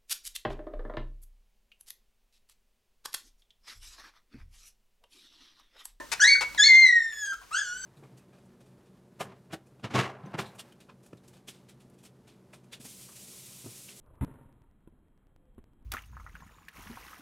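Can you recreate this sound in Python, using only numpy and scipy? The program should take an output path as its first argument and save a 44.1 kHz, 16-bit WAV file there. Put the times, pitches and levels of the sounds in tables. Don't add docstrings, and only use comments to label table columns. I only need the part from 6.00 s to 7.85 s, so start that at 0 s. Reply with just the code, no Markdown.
import sys
import numpy as np
from scipy import signal
from scipy.fft import rfft, irfft, next_fast_len
from scipy.io import wavfile
from scipy.ndimage import uniform_filter1d, minimum_filter1d, map_coordinates

SR = 44100
rng = np.random.default_rng(int(sys.argv[2]) if len(sys.argv) > 2 else 0)


def elevation(decibels):
    levels = np.asarray(decibels, float)
    return 10 ** (levels / 20)


def wav_out(sig):
    wavfile.write(sys.argv[1], SR, np.round(np.clip(np.atleast_2d(sig).T, -1, 1) * 32767).astype(np.int16))


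N = 81585


def unit(x):
    return x / np.sqrt(np.mean(x ** 2) + 1e-20)


def along(points, hz):
    f, v = np.transpose(points)
    return np.interp(np.log(hz + 1), np.log(f + 1), v)


def wobble(rate):
    knots = rng.standard_normal(int(N * rate / SR) + 4)
    return map_coordinates(knots, [np.arange(N) * rate / SR])


def filtered(x, response):
    m = next_fast_len(N + SR // 2)
    return irfft(rfft(x, m) * response(np.fft.rfftfreq(m, 1 / SR)), m)[..., :N]


def noise(spectrum, channels=1):
    white = rng.standard_normal((channels, N))
    return unit(filtered(white, lambda hz: elevation(along(spectrum, hz))))


def causal(spectrum, size=2048):
    c = irfft(np.log(elevation(along(spectrum, np.fft.rfftfreq(size, 1 / SR))) + 1e-6), size)
    c[1:size // 2] *= 2
    c[size // 2 + 1:] = 0
    return irfft(np.exp(rfft(c)), size)


# (frequency [Hz], level [dB])
BREATH = [(300, -25.5), (900, -28), (2000, 1), (3000, -9.5), (5000, 1.5), (8000, -4), (10800, -16.5),
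          (12000, -47), (16000, -68)]
SHIMMER_DB, PATCHY_DB = 0.7, 3.5
GRAIN_GROWS, BLUR_RADIANS = 0.45, 0.12


def voice(contour, mouth, breath_db, jitter):
    s, hz, db, over_db = np.transpose(contour)
    t = np.arange(N) / SR
    pitch = np.interp(t, s, hz) * (1 + jitter * (wobble(60.08) + wobble(200)))
    phase = 2 * np.pi * np.cumsum(pitch) / SR
    over = np.interp(t, s, over_db)
    mouth_s = [shape[0] for shape in mouth]
    shares = [np.interp(t, mouth_s, pick) for pick in np.eye(len(mouth))]

    tone = np.sin(phase)
    for k in range(2, 10):
        passed_db = sum(share * along(shape[1], k * pitch) for share, shape in zip(shares, mouth))
        slow, grain = wobble(13.98), wobble(89.67)
        patch_db = PATCHY_DB * (0.5 * slow + GRAIN_GROWS * np.sqrt(k) * grain)
        audible = k * pitch < SR / 2.2
        blur = BLUR_RADIANS * k * grain[::-1]
        tone = tone + elevation(over + passed_db + patch_db) * audible * np.sin(k * phase + k + blur)

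    breath = elevation(breath_db + 0.81 * over) * noise(BREATH)[0] * (1 + np.cos(phase))
    level_db = np.interp(t, s, db, -200, -200) + SHIMMER_DB * wobble(39.26)
    return np.sqrt(2) * elevation(level_db) * (tone + breath)


# (time [s], pitch [Hz], level [dB], overtones [dB])
YELP = [(.196, 1810, -33, -37), (.203, 1416, -31, -5), (.214, 1514, -27, -4.5), (.222, 1675, -14.5, -9.5),
        (.236, 1699, -17, -7.5), (.25, 1950, -17, 0.5), (.266, 2003, -32, 4.5), (.279, 2096, -12.5, -1),
        (.289, 2242, -15.5, -3.5)]
YELP_TOP = [(0.309, 2239, -22, -13), (0.322, 2233, -15, -10.5), (0.342, 2236, -14, -15),
            (0.349, 2225, -24, -17), (.352, 1672, -30, -33), (.358, 1458, -31, -36.5),
            (0.368, 1480, -60, -33)]
# (frequency [Hz], level [dB])
THROAT_RISE = [(2800, -9), (3300, -4.5), (4400, 0), (5000, -4), (5800, -1), (6800, -4.5), (8300, -14.5),
               (10500, -29.5), (13000, -60)]
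THROAT_YELP = [(2800, -3.5), (4200, -3), (5000, -6.5), (6100, -0.5), (6900, -19), (8300, -18.5),
               (10500, -35), (13000, -57)]
THROAT_TOP = [(2800, -8), (4400, 3), (6700, -23), (8900, -27.5), (11000, -32), (13000, -55)]
# (time [s], throat colour)
MOUTH_YELP = [
    (0.239, THROAT_RISE),
    (0.254, THROAT_YELP),
    (0.277, THROAT_YELP),
    (.29, THROAT_TOP),
]


def yelp():
    return voice(YELP + YELP_TOP, MOUTH_YELP, breath_db=-24.5, jitter=0.00567)


# (time [s], pitch [Hz], level [dB], overtones [dB])
WHINE_LOW = [(.573, 2152, -57, -16.5), (.579, 1960, -31, 2), (.586, 1678, -26, -6), (.595, 1657, -20.5, 1),
             (.603, 1680, -11.5, -1), (.62, 1741, -26, 16), (.634, 1775, -13.5, 5.5)]
WHINE_HIGH = [(0.636, 2080, -23.5, 14.5), (0.667, 2234, -16.5, 6), (.695, 2094, -15, -10),
              (0.737, 2070, -10.5, -14), (0.786, 2113, -19.5, -7.5), (.845, 2079, -19.5, -9.5),
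              (.872, 1993, -16, -7), (0.911, 1904, -20.5, -15.5), (0.976, 1871, -21.5, -20.5)]
WHINE_SIGH = [(0.997, 1837, -32.5, -11), (1.027, 1827, -30.5, -7.5), (1.103, 1800, -38.5, -2),
              (1.14, 1713, -42, 2.5), (1.21, 1711, -36, -4), (1.262, 1603, -35.5, -4),
              (1.318, 1585, -41, 2.5), (1.327, 1336, -35, -47), (1.35, 1420, -84, -33)]
# (frequency [Hz], level [dB])
THROAT_LOW = [(3400, -3.5), (5100, -15), (6800, -5), (8500, -35), (10500, -38), (11500, -48), (14000, -84)]
THROAT_WHINE = [(3300, -1), (4300, -1.5), (5100, -10), (6200, -16), (6900, -12.5), (8500, -34),
                (10500, -56), (13000, -83)]
THROAT_SIGH = [(3400, -10.5), (5200, -17.5), (6700, -6.5), (8500, -24), (10000, -32), (11200, -22.5),
               (12100, -22.5), (12800, -57)]
# (time [s], throat colour)
MOUTH_WHINE = [
    (0.633, THROAT_LOW),
    (0.635, THROAT_WHINE),
    (0.849, THROAT_WHINE),
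    (1.016, THROAT_SIGH),
]


def whine():
    return voice(WHINE_LOW + WHINE_HIGH + WHINE_SIGH, MOUTH_WHINE, breath_db=-29.5, jitter=0.0012)


# (time [s], pitch [Hz], level [dB], overtones [dB])
WHIMPER = [(1.509, 1153, -49.5, -22), (1.53, 1312, -35, -4), (1.545, 1447, -33, 1), (1.56, 1552, -31, 5),
           (1.59, 1731, -33, 3.5), (1.62, 1578, -45, 3.5), (1.665, 1439, -46.5, 4.5),
           (1.72, 1452, -45.5, 3), (1.79, 1548, -46.5, 5), (1.832, 1530, -46.5, 6), (1.84, 1527, -35.5, 0),
           (1.85, 1540, -35.5, -4)]
# (frequency [Hz], level [dB])
THROAT_OPEN = [(2400, -4.5), (3300, -12), (4900, -14.5), (6500, -8.5), (7600, -20.5), (8500, -20.5),
               (10000, -42), (16000, -53)]
THROAT_WHIMPER = [(2400, -17.5), (3300, -20.5), (4600, -17), (6200, -8.5), (7600, -11), (9200, -29),
                  (12000, -61), (16000, -61)]
# (time [s], throat colour)
MOUTH_WHIMPER = [
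    (1.6, THROAT_OPEN),
    (1.65, THROAT_WHIMPER),
]


def whimper():
    return voice(WHIMPER, MOUTH_WHIMPER, breath_db=-28.0, jitter=0.0029)


# (start [s], length [s], level [dB], starting flap rate [1/s], air share [ratio], dulled above [Hz])
SNORTS = [
    (.116, 0.026, -23.5, 520, 0.34, 16000),
    (0.407, .033, -30, 400, 0.18, 3540),
]
# (frequency [Hz], level [dB])
NOSE = [(150, -39.5), (250, -29), (890, -9.5), (2530, -10), (3170, -15.5), (3520, -13.5), (7440, -14),
        (11500, -23.5), (16000, -40)]
FLAPS_SPEED_UP, SNORT_FADE, SNORT_RISE_S = 1.3, 0.9, 0.00055


def snorts():
    out = np.zeros(N + SR)
    for s, length, db, rate, share, dull_hz in SNORTS:
        u = np.arange(round(length * SR)) / (length * SR)
        flap_rate = rate * FLAPS_SPEED_UP ** u * (1 + 0.16 * wobble(500)[:len(u)])
        cycles = np.cumsum(flap_rate) / SR
        flaps = -np.diff(np.floor(cycles), prepend=-1) * elevation(1.7 * rng.standard_normal(len(u)))
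        air = share * (0.1 + u) * rng.standard_normal(len(u)) * elevation(1.1 * wobble(353)[:len(u)])
        dulled = signal.lfilter([1], [1, -np.exp(-2 * np.pi * dull_hz / SR)], flaps + air)
        fade = 1 - SNORT_FADE * u ** 1.22
        rise = np.minimum(1, (u + 1e-3) * length * rate / 520 / SNORT_RISE_S)
        out[round(s * SR):][:len(u)] += elevation(db) * unit(dulled) * fade * rise
    nose = causal(NOSE)
    return signal.fftconvolve(out, nose / np.linalg.norm(nose))[:N]


# (time [s],
# level [dB], pitch [Hz], t60 [s], rise [s])
TAPS = [(0.251, -22.5, 1058, 0.022, 0.0024), (0.419, -36, 542, 0.056, 0.0016),
        (0.5473, -26, 4060, 0.0068, 0.00046), (.634, -39.5, 780, .012, 0.0012),
        (0.677, -41.5, 510, 0.018, .001), (0.548, -32.5, 1030, 0.019, 0.0008),
        (0.411, -31, 1006, 0.064, 0.00079), (0.696, -36.5, 985, 0.068, 0.0018),
        (0.713, -37.5, 407, 0.046, 0.0032), (1.12, -43, 2490, 0.077, 0.0051),
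        (1.25, -43.5, 4010, 0.08, 0.006), (1.328, -39.5, 6930, 0.066, 0.0048),
        (1.414, -45.5, 1090, 0.08, 0.00083), (1.43, -50, 2650, 0.041, 0.0034),
        (1.51, -42.5, 1197, 0.12, 0.00093), (1.843, -42.5, 1190, 0.018, 0.0018),
        (1.72, -44.5, 169, 0.35, 0.078)]
SCRATCH_DB = -3


def taps():
    out, t = np.zeros(N + SR), np.arange(SR // 2) / SR
    for s, db, hz, t60, rise in TAPS:
        wander = np.cumsum(rng.standard_normal(len(t))) * np.sqrt(1.4 * hz / SR)
        ring = np.sin(2 * np.pi * hz * t + wander)
        scratch = elevation(SCRATCH_DB) * np.sqrt(hz / 4000) * rng.standard_normal(len(t))
        envelope = elevation(db - 60 * t / t60) * (1 - np.exp(-t / rise))
        out[round(s * SR):][:len(t)] += envelope * (ring + scratch)
    return filtered(out[:N], lambda f: f / (f + 60) / (1 + (f / 11000) ** 2))


# (frequency [Hz], width [Hz], level [dB])
KNOCK = [(290, 42, -7.5), (580, 38, -4), (910, 7.2, 5), (1020, 36, -3.5), (1800, 59, -4)]
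KNOCK_DB, KNOCK_T60_S, KNOCK_HISS_DB = -38, 0.2, -14.5


def knock_echo():
    def wood(f):
        total = 0
        for k, (centre, width, db) in enumerate(KNOCK):
            damping = 1j * f * width
            total = total + (-1) ** k * elevation(db) * damping / (centre * centre - f * f + damping)
        return total

    echo = unit(filtered(rng.standard_normal((2, N)), wood))
    echo = echo + elevation(KNOCK_HISS_DB) * noise(NOSE, channels=2)
    decay = elevation(KNOCK_DB - 60 * np.arange(N) / SR / KNOCK_T60_S)
    return decay * (echo + 0.78 * echo[::-1])


# (frequency [Hz], level [dB])
FLOOR = [(15, -36.5), (25, -4.5), (516, -2.5), (677, -11), (887, -9), (1440, -3), (1790, -8.5), (6000, -9),
         (16000, -19.5)]
# (time [s], level [dB])
FLOOR_GAIN = [(0, 2), (.2, 4.5), (.55, 5.5), (0.701, -2.5), (1.05, -3.5), (1.4, -2.5), (1.6, -1.5),
              (1.85, -1)]
FLOOR_DB, RUMBLE_DB, HUM_DB, HUM_HZ = -57, -66.5, -63, 50


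def floor():
    t = np.arange(N) / SR
    hiss = noise(FLOOR, channels=2)
    hiss = elevation(FLOOR_DB + 0.66 * wobble(6.7)) * (hiss + 0.43 * hiss[::-1])
    rumble = noise([(20, -7.5), (50, 3.0), (70, -7.5), (200, -11.0), (500, -46.0)])
    rumble = elevation(RUMBLE_DB) * rumble * elevation(0.83 * wobble(4.9))
    hum = elevation(HUM_DB + 1.5 * wobble(3.8)) * np.sin(2 * np.pi * HUM_HZ * t)
    return elevation(np.interp(t, *np.transpose(FLOOR_GAIN))) * (hiss + rumble + hum)


# (frequency [Hz], t60 [s])
PEN = [(200, 0.25), (2000, 0.36), (5000, 0.32), (12000, 0.41)]
ROOM_SIDE_DB, ROOM_DELAY_S = -11.5, 0.004


def pen(x):
    hz, t, z = signal.stft(rng.standard_normal((2, SR)), SR, nperseg=256)
    decay = elevation(-60 * t / along(PEN, hz)[:, None])
    mid, side = signal.istft(z * decay, SR, nperseg=256)[1]
    side = elevation(ROOM_SIDE_DB) * side
    tail = np.array([mid + side, mid - side]) / np.linalg.norm(mid)
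    late = np.pad(x, (round(ROOM_DELAY_S * SR), 0))
    return signal.fftconvolve(late[None], tail, axes=1)[:, :N]


# (delay [s], level [dB])
WALLS = [(.00333, -5), (.00762, -6), (.0119, -7), (.01714, -8), (.02333, -9)]
WALL_DULL_HZ, WET_DB = 5160, 0.5


def placed(x, pan_db, wet_db):
    dull = filtered(x, lambda f: 1 / (1 + 1j * f / WALL_DULL_HZ))
    walls = sum(elevation(db + wet_db) * np.pad(dull, (round(s * SR), 0))[:N] for s, db in WALLS)
    sides = elevation([[pan_db / 2], [-pan_db / 2]])
    return (x + walls) * sides + elevation(WET_DB + wet_db) * pen(dull)


def scene():
    return (placed(yelp(), pan_db=1.5, wet_db=-2.5)
            + placed(whine(), pan_db=1.14, wet_db=-3)
            + placed(whimper(), pan_db=1.5, wet_db=1.5)
            + placed(snorts(), pan_db=6.5, wet_db=-8)
            + placed(taps(), pan_db=9.0, wet_db=-3.5)
            + knock_echo()
            + floor())


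def band_limit(x):
    return signal.sosfilt(signal.butter(12, 16470, fs=SR, output="sos"), x)


# (frequency [Hz], left lead [radians])
PORTS = [(25, .3), (60, 0.67), (150, 1.45), (400, 1.76), (900, 1.02), (2400, 0.39), (6000, 0.36),
         (11000, -0.59), (14000, -0.71)]
TOP_HZ, LIMIT, LIMIT_HOLD_S = 16400, 0.52, 0.012


def record(dry):
    def port_response(hz):
        return (hz < TOP_HZ) * np.exp(0.5j * along(PORTS, hz) * np.array([[1], [-1]]))

    ports = filtered(dry, port_response)
    hold = round(LIMIT_HOLD_S * SR)
    needed = LIMIT / np.maximum(np.abs(ports).max(axis=0), LIMIT)
    gain = uniform_filter1d(minimum_filter1d(needed, hold), hold)
    return band_limit(ports * gain)


dry = scene()
out = record(dry)
wav_out(out)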